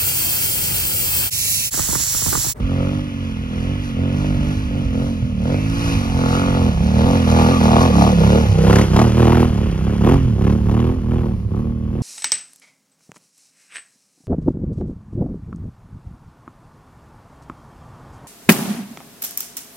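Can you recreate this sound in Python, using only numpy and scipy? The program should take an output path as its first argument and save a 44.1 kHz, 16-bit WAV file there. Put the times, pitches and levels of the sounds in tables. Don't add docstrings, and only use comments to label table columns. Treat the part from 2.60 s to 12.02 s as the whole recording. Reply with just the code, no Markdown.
import sys
import numpy as np
from scipy import signal
from scipy.fft import rfft, irfft
from scipy.io import wavfile

SR = 44100
rng = np.random.default_rng(int(sys.argv[2]) if len(sys.argv) > 2 else 0)


def dump_mix(stems):
    frames = np.atleast_2d(stems).T
    limited = np.clip(frames, -1, 1)
    pcm = np.round(limited * 32767).astype(np.int16)
    wavfile.write(sys.argv[1], SR, pcm)


N = 415422
TIME_S = np.arange(N) / SR
FIRST_FIRING_CYCLES, FIRING_GAP_CYCLES, SUCTION_CYCLES = 0.02, 0.35, 0.37

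# time in seconds, cycles per second.
ENGINE_HZ = [(0.0, 36.12), (0.04, 44.48), (0.2, 45.18), (0.32, 48.7), (0.44, 49.4), (0.56, 44.99),
             (0.64, 46.29), (0.76, 41.62), (0.84, 43.0), (0.88, 41.37), (1.0, 42.19), (1.16, 49.45),
             (1.24, 49.69), (1.36, 41.95), (1.44, 45.65), (1.52, 45.44), (1.56, 49.25), (1.68, 49.85),
             (1.84, 47.8), (1.88, 50.58), (1.96, 49.43), (2.0, 52.77), (2.12, 45.83), (2.2, 48.29),
             (2.32, 41.89), (2.48, 46.78), (2.52, 46.53), (2.6, 40.72), (2.68, 41.66), (2.76, 36.45),
             (2.84, 37.7), (2.92, 47.21), (3.04, 53.09), (3.24, 56.42), (3.36, 54.08), (3.4, 47.29),
             (3.48, 44.65), (3.6, 42.73), (3.72, 43.79), (3.8, 45.84), (3.96, 45.42), (4.08, 41.08),
             (4.16, 32.51), (4.2, 32.17), (4.24, 37.0), (4.44, 39.39), (4.48, 45.07), (4.56, 44.68),
             (4.68, 39.84), (4.76, 41.06), (4.88, 40.02), (4.92, 45.45), (5.04, 38.1), (5.2, 40.46),
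             (5.24, 44.95), (5.36, 35.0), (5.44, 35.48), (5.48, 40.07), (5.6, 32.33), (5.8, 39.0),
             (5.96, 30.79), (6.24, 36.87), (6.28, 29.34), (6.44, 40.03), (6.52, 37.66), (6.6, 40.67),
             (6.68, 38.71), (6.72, 40.31), (6.88, 40.78), (6.96, 35.51), (7.08, 36.82), (7.16, 30.91),
             (7.24, 32.9), (7.28, 36.05), (7.44, 34.91), (7.52, 44.89), (7.56, 45.74), (7.68, 41.28),
             (7.76, 33.34), (7.88, 35.14), (7.96, 38.26), (8.08, 35.47), (8.32, 43.03), (8.36, 42.99),
             (8.44, 39.18), (8.56, 40.97), (8.72, 38.9), (8.76, 35.57), (8.96, 33.77), (9.0, 38.71),
             (9.28, 38.63), (9.41, 40.61)]
# start in seconds, end in seconds, throttle opening 0-1.
THROTTLE_TWISTS = [(0.076, 0.38, 0.42), (0.59, 0.662, 0.2), (0.897, 1.14, 0.32), (1.355, 1.75, 0.43),
                   (1.743, 1.94, 0.36), (2.113, 2.22, 0.36), (2.322, 2.472, 0.41), (2.82, 2.95, 0.51),
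                   (3.123, 3.26, 0), (3.533, 4.087, 0.4), (4.21, 4.3, 0.27), (4.32, 4.57, 0.36),
                   (4.66, 4.916, 0.38), (4.992, 5.26, 0.41), (5.34, 5.493, 0.42), (5.59, 5.788, 0.4),
                   (6.039, 6.22, 0.56), (6.324, 6.464, 0.51), (6.551, 6.837, 0.56), (6.915, 7.023, 0.13),
                   (7.23, 7.353, 0.2), (7.408, 7.548, 0.62), (7.786, 7.956, 0.46), (8.056, 8.314, 0.47),
                   (8.462, 8.695, 0.42), (8.905, 9.032, 0.36), (9.32, 9.425, 0.24)]
# time in seconds, slope echo in dB, share of the tail pipe facing the listener 0-1.
RIDE_PATH = [(0, -7, 0.23), (2.7, -7.5, 0), (3.7, -7.5, 0.01), (5.3, -14.5, 0.06), (6.2, -10, 0.82),
             (6.9, -19, 0.93), (8.2, -15.5, 0.98), (9.42, -6.5, 0.98)]
# time in seconds, exhaust nearness in relative dB.
NEARNESS_DB = [(0.0, -11), (0.75, -15), (1.6, -12), (2.6, -12.5), (3.3, -8), (3.8, -8), (4.75, -2.0),
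               (5.45, -1.5), (6.4, -1.5), (7.1, -3.5), (7.9, -5.5), (8.6, -9), (8.85, -13), (9.05, -9.5),
               (9.42, -9)]
# time in seconds, strength of the first firing over the second.
FIRST_FIRING_RATIO = [(0, .45), (3.8, .5), (4.7, .9), (5.4, 1.1), (5.7, .8), (6.1, .95), (6.4, 1.5),
                      (6.6, 1), (9.42, 1)]
# relative dB when shut, dB added wide open, dB added from behind.
DRONE_ORDERS_DB = [(-43.5, 19.5, -2), (-19.5, 6.5, -1.5), (-25, 15.5, 2.6), (-26.5, 13.5, -2),
                   (-19, 4.5, -4), (-21, 9.5, -1), (-33.5, 9, 1.5)]
# centre and half width in seconds, deep and upper order loss in dB.
DRONE_LULLS = [(0.524, 0.18, 2, 0), (1.273, 0.12, 1, 0), (2.085, .04, 2, 1.5), (2.53, .04, -1, -3.5),
               (4.165, 0.059, -0.5, 7.5), (4.585, 0.01, 1, 2), (4.98, 0.11, 2.5, -0.5),
               (5.57, 0.056, 3, 0.5), (5.902, 0.049, 1, 7.5), (5.974, 0.032, 0, -1), (6.27, 0.032, 3, 7),
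               (7.157, 0.071, 3, 5.5), (7.774, 0.022, -1, 9), (8.38, .05, 12, 2), (8.837, 0.063, -1, 8)]
JET_LAGS_CYCLES = [.11, .05]
# time in seconds, clatter in relative dB, chain and tyre hiss in relative dB.
RUNNING_DB = [(0.0, -46, -50.5), (0.8, -47.5, -50.5), (1.25, -45.5, -50.5), (1.45, -47, -54),
              (1.9, -46.5, -55), (2.5, -49.5, -47.5), (2.75, -51.5, -53), (3.28, -40.5, -34.5),
              (3.55, -45, -42), (3.75, -41, -41.5), (4.2, -46, -43.5), (4.8, -38.5, -36), (5.2, -40, -36.5),
              (5.9, -38.5, -38.5), (6.15, -37.5, -38.5), (6.5, -40, -41.5), (7.1, -41.5, -47),
              (7.6, -42.5, -49.5), (7.8, -51, -52), (8.4, -52.5, -57), (8.85, -62, -63.5),
              (9.42, -56, -63.5)]
# centre and half width in seconds, resonance and width in Hz, level in dB.
HONK_RESONANCES = [(.26, 0.17, 528, 110, -32.5), (1.713, 0.19, 568, 160, -30),
                   (2.176, 0.039, 550, 100, -59), (3.25, 0.023, 597, 200, -65),
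                   (4.517, 0.067, 502, 78, -26.5), (4.777, 0.073, 818, 70, -35), (4.8, 0.19, 1150, 60, -33),
                   (4.958, 0.041, 1160, 60, -25), (5.222, 0.029, 1060, 111, -20),
                   (5.304, 0.0089, 492, 49.7, -17), (5.332, 0.019, 1153, 30, -27),
                   (5.401, 0.047, 297, 40, -18), (5.528, 0.021, 480, 61.4, -24),
                   (5.612, 0.0098, 467, 60, -19), (5.767, 0.046, 450, 118, -21),
                   (5.954, 0.17, 794, 50, -34), (6.027, 0.093, 457, 110, -24)]
# delay in seconds, relative strength.
PIPE_REBOUNDS = [(.0015, 0.58), (.0033, 0.067)]
# start in seconds, level in dB.
SNAP_EVENTS = [(6.128, -22), (6.156, -16.5), (6.185, -21), (6.213, -22), (6.363, -19), (6.391, -19.5),
               (6.416, -22.5), (7.466, -38), (7.493, -29), (7.52, -32), (7.54, -30), (7.842, -39),
               (7.87, -36), (7.899, -36.5), (7.926, -39), (8.116, -42), (8.142, -39), (8.202, -37)]

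# centre in seconds, half width in seconds, level in dB.
OVERRUN_BOOM_SWELLS = [(2.64, 0.016, -18.5), (5.91, 0.029, -13.5), (7.7, 0.071, -19.5), (8.86, 0.016, -22)]
GUST_SWELLS = [(1.65, 0.21, -30), (2.2, 0.22, -33.5), (3.22, 0.19, -33), (3.75, 0.34, -34),
               (4.48, 0.077, -25), (7.0, 0.42, -31), (7.57, 0.093, -20), (8.32, 0.41, -28)]
FRONT_RASP_SWELLS = [(.2, 0.2, -37), (3.8, 0.23, -27)]
GEAR_SWELLS = [(1.2, 0.11, -50), (1.7, 0.33, -53), (3.0, 0.11, -40), (3.31, 0.099, -38)]
DIRT_SWELLS = [(1.27, 0.065, -40.5), (1.62, 0.13, -41), (1.93, 0.17, -40), (3.32, 0.064, -44),
               (3.74, 0.086, -32), (5.22, 0.021, -26), (5.42, 0.045, -29)]
BLARE_SWELLS = [(3.83, 0.46, -29), (4.5, 0.085, -23), (4.8, .1, -21.5), (5.15, 0.14, -18.5),
                (5.43, 0.062, -15), (5.72, .08, -48), (6.15, 0.071, -29.5), (6.395, .05, -17),
                (6.72, .1, -22.5), (7.52, 0.057, -27), (7.87, 0.065, -37), (8.18, 0.11, -33.5),
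                (8.58, .08, -41.5), (8.97, 0.033, -40)]
REAR_RASP_SWELLS = [(6.72, .1, -32), (7.88, .06, -40), (8.18, .09, -41), (8.57, .06, -45)]

# frequency in Hz, relative level in dB.
BARK_FRONT_DB = [(150, -42.5), (260, 5), (320, -3), (380, -2), (490, 4.5), (600, 1.5), (750, -15),
                 (1100, -17.5), (3000, -84.5)]
BARK_REAR_DB = [(150, -73), (260, 6), (320, 3), (370, 5), (470, -3.5), (600, -11.5), (750, -46),
                (1100, -11.5), (3000, -78.5)]
CRACK_FRONT_DB = [(300, -45.5), (550, 2), (700, 3.5), (820, 6), (980, 0.5), (1170, -14), (1400, 1.5),
                  (2000, -23.5), (4000, -18.5), (16000, -92)]
CRACK_REAR_DB = [(300, -49.5), (550, -8.5), (700, 10), (820, 8), (980, 6.5), (1170, 2.5), (1500, -2.5),
                 (2000, -11), (3300, -15), (4500, -30), (8000, -30), (16000, -28)]
CLATTER_DB = [(400, -28.5), (900, 0), (1400, 6), (1900, 2.5), (2450, 2), (2950, 5), (3400, 2), (4500, -45),
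              (9000, -33)]
CASING_DB = [(700, -29), (1080, -18), (1170, -25), (1260, -19), (1800, -25), (2200, -21), (2450, 8),
             (2750, -9), (3600, -55.5)]
HISS_DB = [(1500, 5.5), (3000, -25), (3800, -1), (5000, -2.5), (6400, -2.5), (8000, -11.5), (10700, -11),
           (13000, -20), (16000, -30)]
WIND_DB = [(15, -47), (28, -44), (40, 9.5), (60, 2), (95, 3), (140, -9.5), (220, -6.5), (400, -67),
           (1200, -67)]
FRONT_RASP_DB = [(500, -18), (900, -16), (1150, -2.5), (1380, 3), (1650, -16), (3000, -60)]
BLARE_DB = [(250, -28), (500, -7), (700, 0), (900, 0), (1200, -6), (1600, -24), (3000, -45), (16000, -100)]
SNAP_DB = [(400, -57), (900, -6), (1700, 21), (2800, 10), (4500, 8.5), (6200, 9), (8500, -1), (12000, -9),
           (16000, -9)]
REAR_RASP_DB = [(300, -30), (700, -2), (1200, 0), (1800, -4), (3000, -5), (4200, -20), (16000, -60)]

# frequency in Hz, lead of left in radians.
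APPROACH_PHASE_RAD = [(1, 0), (100, .2), (300, .55), (700, 1.2), (1200, 1.65), (1600, 3.1), (2300, 6.3),
                      (3300, 9.4), (4800, 12.6), (7500, 15.7), (10800, 18.85), (14400, 22), (16000, 23)]
UPHILL_PHASE_RAD = [(1, 0), (100, .2), (300, .5), (700, .9), (1380, 1.2), (1640, 1.7), (1980, -.6),
                    (3010, 1.3), (3960, 1.9), (4650, 1.6), (6400, 2.3), (8180, 2.6), (9820, .3), (12300, 0),
                    (13300, -2.4), (16000, -2.4)]
# frequency in Hz, left minus right in dB.
APPROACH_BALANCE_DB = [(50, -2.5), (230, -2.5), (450, 0), (750, 3), (1200, 4), (1750, -7), (2200, 2.5),
                       (2700, -2.5), (3500, 7.5), (6000, -1), (8000, -0.5)]
UPHILL_BALANCE_DB = [(60, -3.5), (200, -2), (380, -2), (700, 2), (1290, 3.5), (2380, -2.5), (4400, 2.5),
                     (8000, 2)]


def gain(db):
    return 10 ** (np.asarray(db) / 20)


def unit_rms(x):
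    return x / np.sqrt(np.mean(x ** 2) + 1e-20)


def smooth_step(u):
    return np.sin(np.pi * np.clip(u, 0, 1) / 2) ** 2


def bell(centre_s, half_s):
    return np.exp(-((TIME_S - centre_s) / half_s) ** 2)


def swells(rows):
    return sum(gain(db) * bell(centre_s, half_s) for centre_s, half_s, db in rows)


def curves(rows):
    times_s, *columns = np.transpose(rows)
    return [np.interp(TIME_S, times_s, column) for column in columns]


def gain_at(spectrum, hz):
    points_hz, db = np.transpose(spectrum)
    return gain(np.interp(np.log(hz + 1), np.log(points_hz + 1), db))


def drift(corner_hz):
    hz = np.fft.rfftfreq(N, 1 / SR)
    return unit_rms(irfft(rfft(rng.standard_normal(N)) / (1 + (hz / corner_hz) ** 4), N))


def colour(x, spectrum, size=4096):
    log_gain = np.log(gain_at(spectrum, abs(np.fft.fftfreq(size, 1 / SR))))
    ring = np.fft.ifft(np.exp(np.conj(signal.hilbert(log_gain)))).real[:size // 2]
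    return unit_rms(signal.oaconvolve(x, ring)[:N])


def resonate(x, hz, width_hz):
    carrier = np.exp(2j * np.pi * np.cumsum(hz) / SR)
    pole = np.exp(-np.pi * width_hz / SR)
    baseband = signal.lfilter([1], [1, -2 * pole, pole * pole], x / carrier + 1e-12)
    return unit_rms((carrier * baseband).real)


def tails(clicks, decay_s):
    return unit_rms(signal.lfilter([1], [1, -np.exp(-1 / (decay_s * SR))], clicks))


def puffs(clicks, decay_s, floor=0):
    return unit_rms((tails(clicks, decay_s) + floor) * rng.standard_normal(N))


def ports(x, phase_rad=APPROACH_PHASE_RAD, balance_db=APPROACH_BALANCE_DB, fade_s=0.00066):
    hz = np.fft.rfftfreq(N, 1 / SR)
    lag = np.exp(-1j * np.interp(hz, *np.transpose(phase_rad)))
    tilt = np.sqrt(gain_at(balance_db, hz))
    fade = smooth_step(np.minimum(TIME_S, TIME_S[::-1]) / fade_s)
    return irfft(rfft(x * fade) * np.array([tilt, lag / tilt]), N)


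def throttle_opening(open_lead_s=0.044, open_s=0.11, shut_lead_s=0.035, shut_s=0.067):
    throttle = np.zeros(N)
    for start_s, end_s, opening in THROTTLE_TWISTS:
        rise = smooth_step((TIME_S - start_s + open_lead_s) / open_s)
        fall = np.exp(-np.clip((TIME_S - end_s + shut_lead_s) / shut_s, 0, 10) ** 2)
        throttle = np.maximum(throttle, opening * rise * fall)
    return throttle


def firings(crank_cycles, spread_db=2.1, jitter_cycles=0.0013):
    first_ratio, = curves(FIRST_FIRING_RATIO)
    starts = np.arange(int(crank_cycles[-1])) + FIRST_FIRING_CYCLES
    clicks = np.zeros(N)
    for offset, strength in ((0, first_ratio), (FIRING_GAP_CYCLES, np.ones(N))):
        late, size = rng.standard_normal((len(starts), 2)).T
        at = np.searchsorted(crank_cycles, starts + offset + jitter_cycles * late).clip(0, N - 1)
        clicks[at] = strength[at] * gain(spread_db * size)
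    return clicks


def silencer_drone(cycles, engine_hz, throttle, rear, corner_hz=278, ring_hz=162, ring_width_hz=24):
    near_db, = curves(NEARNESS_DB)
    out = np.zeros(N)
    for order, (shut_db, open_db, rear_db) in enumerate(DRONE_ORDERS_DB, 1):
        hz = order * engine_hz
        ring_db = 5 * np.exp(-((hz - ring_hz) / ring_width_hz) ** 2)
        lead_cycles = 0.018 * (-1) ** order * (order - 2)
        if order == 4:
            ring_db, lead_cycles = 0, 0.14
        lull_db = sum((upper_db if order > 4 else deep_db) * bell(centre_s, half_s)
                      for centre_s, half_s, deep_db, upper_db in DRONE_LULLS)
        wobble_db = 1.26 * drift(corner_hz=7)
        level_db = shut_db + open_db * throttle + rear_db * rear + 0.74 * near_db
        level = gain(level_db + ring_db - lull_db + wobble_db) / np.sqrt(1 + (hz / corner_hz) ** 12)
        if order == 3:
            level += swells(OVERRUN_BOOM_SWELLS)
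        out -= level * np.cos(2 * np.pi * (order * (cycles - SUCTION_CYCLES) + lead_cycles))
    return np.sqrt(2) * gain(0.44) * out


def gas_jets(crank_cycles, width_cycles=0.07, floor=0.17, spread_db=2.0):
    centres = FIRST_FIRING_CYCLES + np.array([0, FIRING_GAP_CYCLES]) + JET_LAGS_CYCLES
    gate = sum(np.exp(-(((crank_cycles - centre + 0.5) % 1 - 0.5) / width_cycles) ** 2)
               for centre in centres)
    return unit_rms((gate + floor) * gain(spread_db * drift(corner_hz=40)) * rng.standard_normal(N))


def exhaust(clicks, crank_cycles, throttle, rear):
    near_db, = curves(NEARNESS_DB)
    blows, gas = unit_rms(clicks), gas_jets(crank_cycles)
    front, back = np.sqrt(1 - rear), np.sqrt(rear)
    push = blows + 0.1 * gas
    bark = (front * colour(push, BARK_FRONT_DB) + back * colour(push, BARK_REAR_DB)) / (front + back)
    crack = front * colour(blows + 0.22 * gas, CRACK_FRONT_DB)
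    crack += back * colour(gas + 0.26 * blows, CRACK_REAR_DB)
    bark_db = -27 + near_db + 23.5 * throttle
    crack_db = -32 + 1.51 * near_db + 31.5 * throttle - 6 * rear
    return gain(bark_db) * bark + gain(crack_db) * crack


def running_noise(clicks, throttle, rear, casing_db=-9, grains_per_s=500, grain_spread_db=4):
    clatter_db, hiss_db = curves(RUNNING_DB)
    clatter_db += 4.5 + throttle * (4 + 5 * rear)
    hiss_db += 4 + throttle * (8 + 3 * rear)
    valves = colour(puffs(clicks, decay_s=0.012, floor=2.2 - 1.78 * rear), CLATTER_DB)
    casing = gain(casing_db) * (1 - rear) * colour(puffs(clicks, decay_s=0.011, floor=0.78), CASING_DB)
    grit = (rng.random(N) < grains_per_s / SR) * rng.choice([-1, 1], N)
    grit = unit_rms(grit * gain(grain_spread_db * np.minimum(rng.exponential(1, N), 4)))
    hiss = colour(puffs(clicks, decay_s=0.023, floor=2.8 - 0.61 * rear) + 0.64 * grit, HISS_DB)
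    return gain(clatter_db) * (valves + casing) + gain(hiss_db) * hiss


def slope_echoes(x, t60_s=0.31, first_s=0.005, echoes_per_s=2000):
    delay_s = np.arange(SR // 2) / SR
    shape = (2, len(delay_s))
    taps = rng.standard_normal(shape) * (rng.random(shape) < echoes_per_s / SR)
    taps *= gain(-60 * delay_s / t60_s) * (delay_s > first_s)
    taps /= np.linalg.norm(taps, axis=1, keepdims=True)
    return signal.fftconvolve(x[None], taps, axes=1)[:, :N]


def breeze(steady_db=-28, lumps_db=1.8, side_gain=0.13):
    shared, side = (colour(rng.standard_normal(N), WIND_DB) for _ in range(2))
    level = (gain(steady_db) + swells(GUST_SWELLS)) * gain(lumps_db * drift(corner_hz=5.7))
    return level * (ports(shared) + side_gain * np.array([side, -side]))


def front_rasp(clicks):
    return swells(FRONT_RASP_SWELLS) * colour(clicks, FRONT_RASP_DB)


def airbox_honks(clicks, engine_hz, noise_gain=0.079, bend_exponent=0.5):
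    drive = unit_rms(clicks) + noise_gain * rng.standard_normal(N)
    out = np.zeros(N)
    for centre_s, half_s, hz, width_hz, db in HONK_RESONANCES:
        span = abs(TIME_S - centre_s) < 4 * half_s + 0.1
        bend = (engine_hz[span] / np.interp(centre_s, TIME_S, engine_hz)) ** bend_exponent
        out[span] += gain(db) * bell(centre_s, half_s)[span] * resonate(drive[span], hz * bend, width_hz)
    return out


def gear_whirr(clicks, cycles, order=47.5, half_width_hz=340):
    phase_rad = 2 * np.pi * order * cycles
    band = drift(half_width_hz) * np.cos(phase_rad) + drift(half_width_hz) * np.sin(phase_rad)
    return swells(GEAR_SWELLS) * unit_rms(band * (tails(clicks, decay_s=0.012) + 1))


def dirt_spurts(grains_per_s=4000):
    grains = (rng.random(N) < grains_per_s / SR) * rng.standard_normal(N)
    return swells(DIRT_SWELLS) * colour(grains, HISS_DB)


def load_blares(clicks, gas_gain=0.21):
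    rebounds = sum(size * np.interp(TIME_S - delay_s, TIME_S, clicks) for delay_s, size in PIPE_REBOUNDS)
    push = unit_rms(clicks + rebounds) + gas_gain * puffs(clicks, decay_s=0.0026)
    return swells(BLARE_SWELLS) * colour(push, BLARE_DB)


def pipe_snaps(rise_s=0.0021):
    level = np.zeros(N)
    for start_s, db in SNAP_EVENTS:
        age = np.clip((TIME_S - start_s) / rise_s, 0, 40)
        level += gain(db) * age * np.exp(1 - age)
    return colour(level * rng.standard_normal(N), SNAP_DB) * np.sqrt(np.mean(level ** 2))


def rear_rasp(clicks):
    return swells(REAR_RASP_SWELLS) * colour(unit_rms(clicks) + puffs(clicks, decay_s=0.002), REAR_RASP_DB)


def scene(pipe_delay_s=0.0076, pass_s=5.85, crossfade_s=0.21, side_echo_db=-4, side_running_db=-10):
    engine_hz, = curves(ENGINE_HZ)
    echo_db, rear = curves(RIDE_PATH)
    throttle, wet = throttle_opening(), gain(echo_db)
    cycles = np.cumsum(engine_hz) / SR
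    crank_cycles = cycles + pipe_delay_s * engine_hz
    clicks = firings(crank_cycles)
    bike = exhaust(clicks, crank_cycles, throttle, rear) + running_noise(clicks, throttle, rear)
    bike += front_rasp(clicks) + airbox_honks(clicks, engine_hz) + gear_whirr(clicks, cycles)
    bike += dirt_spurts() + load_blares(clicks) + pipe_snaps() + rear_rasp(clicks)
    bike /= np.sqrt(1 + wet ** 2)
    echo_ahead, echo_around = slope_echoes(wet * bike)
    ahead = silencer_drone(cycles, engine_hz, throttle, rear) + bike + echo_ahead
    side = gain(side_echo_db) * echo_around + gain(side_running_db) * running_noise(clicks, throttle, rear)
    passed = smooth_step((TIME_S - pass_s) / crossfade_s)
    approach = ports((1 - passed) * ahead)
    uphill = ports(passed * ahead, UPHILL_PHASE_RAD, UPHILL_BALANCE_DB)
    return approach + uphill + np.array([side, -side]) + breeze()


def record(dry, cutoff_hz=15900):
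    clipped = dry / (1 + dry ** 8) ** (1 / 8)
    lowpass = signal.firwin(511, cutoff_hz, window=("kaiser", 9), fs=SR)
    return signal.oaconvolve(clipped, lowpass[None], "same")


dry = scene()
out = record(dry)
dump_mix(out)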